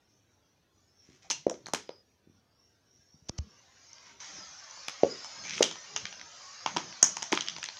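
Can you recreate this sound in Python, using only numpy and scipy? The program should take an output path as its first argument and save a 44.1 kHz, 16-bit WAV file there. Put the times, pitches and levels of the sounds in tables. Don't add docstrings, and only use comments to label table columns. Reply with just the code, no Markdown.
import sys
import numpy as np
from scipy import signal
from scipy.fft import rfft, irfft
from scipy.io import wavfile
from scipy.ndimage import uniform_filter1d, map_coordinates

SR = 44100
rng = np.random.default_rng(int(sys.argv[2]) if len(sys.argv) > 2 else 0)


def attenuation_scalar(level_db):
    decades = np.asarray(level_db, float) / 20
    return 10 ** decades


def store_pcm(level_fs):
    pcm = np.round(np.clip(level_fs, -1, 1) * 32767).astype(np.int16)
    wavfile.write(sys.argv[1], SR, np.atleast_2d(pcm).T)


N = 343539
SPAN = 16384


def unit(x):
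    return x / np.sqrt(np.mean(x ** 2) + 1e-20)


def along(points, hz):
    f, v = np.transpose(points)
    return np.interp(np.log(hz + 1), np.log(f + 1), v)


def causal(db):
    ceps = irfft(np.log(attenuation_scalar(db)))
    half = len(ceps) // 2
    ceps[1:half] *= 2
    ceps[half + 1:] = 0
    return np.exp(rfft(ceps))


def add(track, s, sound):
    part = track[round(s * SR):][:len(sound)]
    part += sound[:len(part)]


def rush(spectrum, patchy_db, wide, long, size=512):
    hz, _, z = signal.stft(rng.standard_normal(N + size), SR, nperseg=size)
    field = uniform_filter1d(rng.standard_normal(z.shape), wide, 0)
    field = uniform_filter1d(field, long, 1)
    gain_db = along(spectrum, hz)[:, None] + patchy_db * unit(field)
    return unit(signal.istft(z * attenuation_scalar(gain_db), nperseg=size)[1][:N])


def hit_grid():
    return np.fft.rfftfreq(SPAN, 1 / SR)


# (frequency [Hz], gain [dB])
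MICROPHONE = [(100, 0), (4000, -11), (5000, -3), (6300, 0), (7200, -12.5), (8200, -22), (10000, -31.5),
              (15000, -46.5), (16500, -45.5)]


def microphone(hz):
    return along(MICROPHONE, hz)


# (frequency [Hz], t60 [s])
REVERBERATION = [(100, 0.5), (300, 0.34), (700, 0.2), (2000, 0.27), (5000, 0.3), (13000, 0.15)]
# (delay [s], level [dB])
REFLECTIONS = [(0.0122, -12.5), (0.013, -18.5), (.0245, -34), (0.0342, -37)]


def room(hit, db, spread=None):
    hz, t, z = signal.stft(rng.standard_normal(SPAN), SR, nperseg=256)
    decay = attenuation_scalar(-60 * t / along(REVERBERATION, hz)[:, None])
    tail = signal.istft(z * decay, SR, nperseg=256)[1][:SPAN]
    tail = tail * np.clip(np.arange(SPAN) / SR / 0.013, 0, 1) ** 2
    echoes = np.zeros(SPAN)
    for s, wall_db in REFLECTIONS:
        delay = round(s * SR) + rng.integers(0, 20)
        echoes[delay] = attenuation_scalar(wall_db + rng.normal(0, 0.67))
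    diffuse = signal.fftconvolve(hit if spread is None else spread, tail / np.linalg.norm(tail))
    reflected = signal.fftconvolve(hit, echoes)
    return hit + (reflected + attenuation_scalar(db) * diffuse)[:SPAN]


# (frequency [Hz], bandwidth [Hz], relative gain [dB])
TRACK_MODES = [(964, 190, -8.5), (1140, 76, 2), (1540, 2000, -12.5), (2020, 100, -7), (2180, 810, -1),
               (2776, 100, 10.5), (3240, 580, 5.5), (4225, 210, 9.5), (5000, 3400, -9), (6500, 170, -7.5),
               (6674, 170, -4.5), (9140, 750, 10), (11200, 8700, -4.5)]


def ringing(hz, spread_db, favoured_hz=2300):
    modes = []
    for k, (centre, width, db) in enumerate(TRACK_MODES):
        resonance = 1j * hz * width / (centre * centre - hz * hz + 1j * hz * width)
        modes.append((-1) ** k * attenuation_scalar(db) * resonance)
    log_ratio = np.log(np.array(TRACK_MODES)[:, 0] / favoured_hz)
    boost_db = 15 * np.exp(-(log_ratio / 0.08) ** 2)
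    strength = attenuation_scalar(boost_db + rng.normal(0, spread_db, len(modes)))
    return 0.9 + strength @ np.array(modes)


def knock(db, hz, t60, rise):
    t = np.arange(SPAN) / SR
    wave = np.sin(2 * np.pi * hz * t) * (1 - np.exp(-(t / rise) ** 2)) * attenuation_scalar(-60 * t / t60)
    return attenuation_scalar(db) * wave / np.abs(wave).max()


# (frequency [Hz], relative level [dB per Hz])
HISS_SPECTRUM = [(300, -2.5), (8000, -4.5), (12000, -5.5), (15400, -5.5)]


def hiss():
    return attenuation_scalar(-84.5) * rush(HISS_SPECTRUM, patchy_db=1.1, wide=4, long=8)


def slow_waver():
    return map_coordinates(rng.standard_normal(64), [np.arange(N) / SR * 1.7])


# (rumble [dB], rustle [dB], patchy hiss [dB])
STILL_LEVELS = (-73, -77.5, -74.5)
# (frequency [Hz], relative level [dB per Hz])
RUMBLE_SPECTRUM = [(15, -45), (25, -21.5), (98, -1.5), (162, -11), (316, -10), (461, -14.5), (800, -19),
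                   (1040, -32), (1760, -120)]
# (frequency [Hz], relative level [dB per Hz])
PATCHY_HISS_SPECTRUM = [(2350, -44.5), (4000, -19), (4840, -8.5), (5150, -7), (5550, 4.5), (6810, -9.5),
                        (7080, -24.5), (8140, -30), (10600, -63), (17900, -120)]


def still_room(waver):
    rumble, _, patchy_hiss = attenuation_scalar(np.array(STILL_LEVELS))
    return (rumble * rush(RUMBLE_SPECTRUM, patchy_db=1.5, wide=2, long=3, size=4096)
            + patchy_hiss * attenuation_scalar(4.5 * waver) * rush(PATCHY_HISS_SPECTRUM, patchy_db=5.5, wide=5, long=16))


# (time [s], peak level [dB])
WEIGHT_SHIFTS = [(1.1, -66), (1.32, -62.5), (1.71, -68.5), (2.309, -73), (3.0, -72.5), (3.4, -58.5),
                 (4.15, -67), (4.39, -61), (5.092, -66), (5.489, -55.5), (5.621, -50.5), (6.0, -55),
                 (6.2, -63), (6.8, -51), (7.12, -59), (7.4, -72), (7.56, -62)]
# (frequency [Hz], relative level [dB per Hz])
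WEIGHT_SPECTRUM = [(25, -47), (60, -13), (150, -2), (320, -7.5), (600, -17), (1000, -36), (1700, -120)]


def shifting_weight():
    t = np.arange(N) / SR
    half_width_s = 0.077
    power = sum(attenuation_scalar(db) ** 2 * np.exp(-((t - s) / half_width_s) ** 2) for s, db in WEIGHT_SHIFTS)
    return np.sqrt(power) * rush(WEIGHT_SPECTRUM, patchy_db=6.5, wide=2, long=4, size=2048)


# (time [s], rustle level [dB])
RUB_EFFORT = [(0, -95), (0.95, -89), (1.1, -76.5), (1.85, -72.5), (2.0, -104.5), (3.22, -81.5),
              (3.36, -69.5), (3.84, -64.5), (4.08, -61), (4.19, -65.5), (4.21, -52), (4.59, -56),
              (4.78, -53), (5.3, -51.5), (5.62, -54), (6.0, -53), (6.27, -57), (6.45, -54.5), (6.83, -53),
              (7.24, -53), (7.79, -55)]
# (frequency [Hz], relative level [dB per Hz])
RUSTLE_SPECTRUM = [(290, -38), (500, -9), (584, -3), (726, -4), (1180, -0.5), (2410, -5.5), (4400, -6.5),
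                   (5720, -34.5), (9680, -120)]
# (frequency [Hz], relative level [dB per Hz])
SIZZLE_SPECTRUM = [(2500, -40), (4200, -9), (4900, -1), (5600, -1), (6400, 0), (7000, -7), (7500, -22),
                   (8200, -33), (10600, -66)]


def rubbing(waver):
    effort_db = np.interp(np.arange(N) / SR, *np.transpose(RUB_EFFORT))
    rustle = np.hypot(attenuation_scalar(STILL_LEVELS[1]), attenuation_scalar(effort_db))
    firm_db = -53.5
    sizzle = attenuation_scalar(firm_db + 3 + 1.3 * (effort_db - firm_db) + 0.5 * waver[::-1])
    return (rustle * rush(RUSTLE_SPECTRUM, patchy_db=4.5, wide=3, long=4, size=2048)
            + sizzle * rush(SIZZLE_SPECTRUM, patchy_db=4.5, wide=3, long=14))


# (start [s], end [s], centre [Hz], initial level [dB])
WHISTLE_EVENTS = [(1.245, 1.28, 760, -58), (1.873, 2.034, 4980, -58.5), (4.2, 4.256, 5970, -49),
                  (5.097, 5.162, 5000, -40.5), (5.44, 5.598, 2300, -46.5)]


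def whistles():
    out = np.zeros(N)
    half_band_hz = 115
    for start, end, hz, db in WHISTLE_EVENTS:
        u = np.linspace(0, 1, round((end - start) * SR))
        band = signal.butter(2, [hz - half_band_hz, hz + half_band_hz], "band", fs=SR, output="sos")
        noise = signal.sosfilt(band, rng.standard_normal(SPAN))[-len(u):]
        envelope = attenuation_scalar(db - 7.8 * u) * np.sin(np.pi * u ** 0.69) ** 0.5
        add(out, start, envelope * unit(noise))
    return out


# (time [s], scrape peak level [dB], bump peak level [dB], bump pitch [Hz], bump t60 [s])
GRIP_SHIFTS = [(3.2957, -22, -28.5, 91, 0.0069), (3.3882, -31, -24, 73.6, 0.11)]


def grip():
    out, hz = np.zeros(N), hit_grid()
    body = along([(300, -18), (2000, -8), (5000, 0), (9000, -8), (14000, -14)], hz)
    casing = causal(microphone(hz) + body)
    slip_s = 0.01
    for s, scrape_db, bump_db, bump_hz, t60 in GRIP_SHIFTS:
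        t = np.arange(round(slip_s * SR)) / SR
        slips = rng.laplace(size=len(t)) * attenuation_scalar(22 * t / slip_s)
        scrape = irfft(rfft(slips, SPAN) * casing)
        add(out, s - slip_s, attenuation_scalar(scrape_db) * scrape / np.abs(scrape).max())
        add(out, s - 0.0005, -knock(scrape_db - 3.5, 530, 0.0019, rise=0.00056))
        add(out, s, knock(bump_db, bump_hz, t60, rise=0.0021))
    return out


# (start [s], end [s], first level [dB], last level [dB], sharp-edge gain at 10 kHz before the microphone [dB])
EDGE_SCRAPES = [(1.019, 1.17, -73, -69, 7), (1.221, 1.263, -58.5, -72, 1), (4.048, 4.107, -61, -59.5, -35),
                (4.202, 4.383, -51, -61, -4), (5.433, 5.519, -48, -43.5, -15),
                (5.524, 5.601, -42.5, -48, -7.5), (7.317, 7.39, -35.5, -74, -15)]


def scrapes():
    out, hz = np.zeros(N), hit_grid()
    ticks_per_s = 1300
    for start, end, first_db, last_db, edge_db in EDGE_SCRAPES:
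        n = round((end - start) * SR)
        impulses = (rng.random(n) < ticks_per_s / SR) * rng.laplace(size=n)
        colour = along([(400, -15), (1500, 3), (6000, 4.5), (10000, edge_db)], hz) + microphone(hz)
        ticks = irfft(rfft(impulses, SPAN) * ringing(hz, 1) * causal(colour))[:n]
        slide = unit(ticks) * attenuation_scalar(np.linspace(first_db, last_db, n))
        add(out, start, room(np.pad(slide, (0, SPAN - n)), -2))
    return out


# (time [s], main pulse level [dB], pitch [Hz], swell [s])
LANDINGS_AND_BUMPS = [(1.088, -44, 200, 0.0024), (1.4656, -9, 465.5, 0.0024), (1.513, -25.5, 568, 0.0036),
                      (1.736, -22.5, 395, 0.0023), (1.891, -28, 513, 0.0029), (2.272, -44, 208.5, 0.0024),
                      (2.296, -47, 202, 0.0028), (2.986, -61.5, 104.9, 0.0081), (3.141, -47.5, 148, 0.0038),
                      (3.22, -51.5, 118.4, 0.0057), (4.381, -48, 323, 0.0061), (5.033, -3.5, 506, 0.0022),
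                      (5.606, -8.5, 487, 0.0028), (6.768, -28.5, 325, 0.0063), (7.328, -19, 342, 0.0049)]


def thuds():
    out, t = np.zeros(N), np.arange(SPAN) / SR
    for s, db, hz, swell in LANDINGS_AND_BUMPS:
        push = (t / swell * np.exp(1 - t / swell)) ** 5.7
        squeeze = push * np.cos(2 * np.pi * hz * (t - 0.9 * swell))
        squeeze = squeeze - push * squeeze.sum() / push.sum()
        ring = knock(-23.5, 1.07 * hz, t60=62 / hz, rise=0.006)
        add(out, s, room(attenuation_scalar(db) * (ring - squeeze), -14.5))
    return out


# (time [s], direct peak level [dB], hollow part [relative dB], middle part [relative dB], favoured mode [Hz])
CONTACTS = [(1.3006, -15, -26, -15, 4225), (1.3043, -15.5, -7, -22.5, 4200), (1.3101, -14, -30, -13, 2900),
            (1.3142, -17.5, -19.5, -23, 4460), (1.3179, -20, -29, -8, 926), (1.467, -31, 0, -8, 880),
            (1.4966, -22, -7.5, -20, 778), (1.541, -37.5, -2, -3, 920), (1.6586, -31, -3, -10, 4200),
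            (1.6667, -27.5, 0, -16, 820), (1.6841, -33, 0, -16, 1078), (1.735, -13.5, -2.5, -9, 1316),
            (1.746, -15.5, -8, -5, 724), (1.8911, -32, 4, -4, 1020), (3.93, -38, -42, -32, 1025),
            (3.9823, -42, -29, -5, 1010), (4.7091, -35.5, -38, -36, 4310), (4.774, -36, 1.5, -12.5, 1214),
            (4.8823, -17.5, -5.5, -1, 1128), (5.033, -24.5, 9, 6.5, 703), (5.245, -25.5, -4, -16.5, 3100),
            (5.453, -34.5, -2, -42, 2260), (5.495, -22, -23, -4, 2300), (5.5345, -26, -23, 4.5, 2320),
            (5.5529, -28, -44, -13, 4000), (5.5685, -33, -28, -11, 9140), (5.5789, -22.5, -8, 1, 2290),
            (5.592, -28, -10, -9, 9140), (5.6088, -18, 9.5, -11, 748), (5.6247, -10, -4.5, -10, 3430),
            (5.6279, -5.5, -30, -6.5, 3410), (5.712, -25.5, -12, -11, 3240), (5.756, -31, 2, 0, 1870),
            (5.9619, -13.5, -18, -15.5, 2630), (5.9665, -24, 1, 7, 3030), (6.0536, -18, -14, -3, 2150),
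            (6.1257, -30.5, -10.5, -4, 2970), (6.1951, -35, -15, -2, 2400), (6.2129, -29.5, -22, -8, 2230),
            (6.661, -12, 2, -2, 899), (6.7638, -15.5, 5, -6.5, 860), (6.769, -11.5, -7, -5.5, 950),
            (6.9254, -33, -10.5, -0.5, 2140), (7.0273, -1.5, -18, -23.5, 6500),
            (7.168, -18, -12.5, -14.5, 1050), (7.2227, -20.5, -8, -13.5, 3070), (7.227, -19, -14, -14, 900),
            (7.3198, -18, 0, -55, 920), (7.325, -11, -12, 5.5, 870), (7.3294, -13, 7.5, -7, 710),
            (7.3504, -24, -20, -25, 2776), (7.3742, -12.5, -6, 2.5, 1550), (7.4075, -16, -14, -12.5, 3300),
            (7.463, -30, -37, -16, 1400), (7.4742, -25, -6, 2.5, 3570), (7.4841, -13.5, -23, -10.5, 3230),
            (7.4972, -34, -21, -25, 3240), (7.516, -35, -14, -11, 3240), (7.5635, -27, 3, 1, 1245),
            (7.583, -27.5, -7, -12, 3070), (7.6285, -21, -3, 6, 2460), (7.6398, -19.5, -21, -9.5, 2300),
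            (7.658, -26, -28, -6, 3960), (7.6866, -24, -13, -6.5, 4000), (7.7693, -32.5, -12, 3, 993)]
# (time [s], treble gain [dB])
CONTACT_BRIGHTNESS = [(1.3, 3), (1.5, 7), (1.74, 19.5), (1.9, -23.5), (4.7, -22), (4.88, 17), (5.63, 6.5),
                      (5.76, -2.5), (6.25, -29), (6.7, -4), (7.03, -4.5), (7.33, 6.5), (7.45, -12.5),
                      (7.63, 11.5), (7.7, -24)]


def clicks():
    out, t, hz = np.zeros(N), np.arange(SPAN) / SR, hit_grid()
    for s, db, hollow_db, middle_db, favoured_hz in CONTACTS:
        rattle_t60 = 0.015 * attenuation_scalar(0.076 * db)
        rattle = attenuation_scalar(-60 * t / rattle_t60) * np.clip(t / 0.00082, 0.3, 1) * rng.standard_normal(SPAN)
        rattle[round(0.0011 * SR)] = 5
        brightness_db = np.interp(s, *np.transpose(CONTACT_BRIGHTNESS))
        edge_db = -11 + 0.6 * db + brightness_db
        colour = [(40, hollow_db - 62), (150, hollow_db - 12.0), (500, hollow_db - 10.5),
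                  (900, hollow_db + 0.5), (2600, middle_db - 5), (4700, middle_db - 7.5),
                  (6000, -15), (10000, edge_db)]
        smooth = causal(along(colour, hz) + microphone(hz))
        hit = irfft(rfft(rattle) * ringing(hz, 2.6, favoured_hz) * smooth)
        hit = attenuation_scalar(db) * hit / np.abs(hit).max()
        spread = irfft(smooth * ringing(hz, 0.78, favoured_hz))
        spread = spread * np.linalg.norm(hit) / np.linalg.norm(spread)
        add(out, s, room(hit, -10.0, spread))
    return out


def scene():
    waver = slow_waver()
    background = still_room(waver) + shifting_weight() + rubbing(waver) + whistles()
    return (background + grip() + scrapes() + thuds() + clicks())[None]


def low_pass(x):
    return signal.sosfilt(signal.butter(12, 15600, fs=SR, output="sos"), x)


def record(dry):
    bass_cut = signal.butter(2, 55, "high", fs=SR, output="sos")
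    mix = np.clip(signal.sosfilt(bass_cut, dry) + hiss(), -1, 1)
    return low_pass(mix)


dry = scene()
out = record(dry)
store_pcm(out)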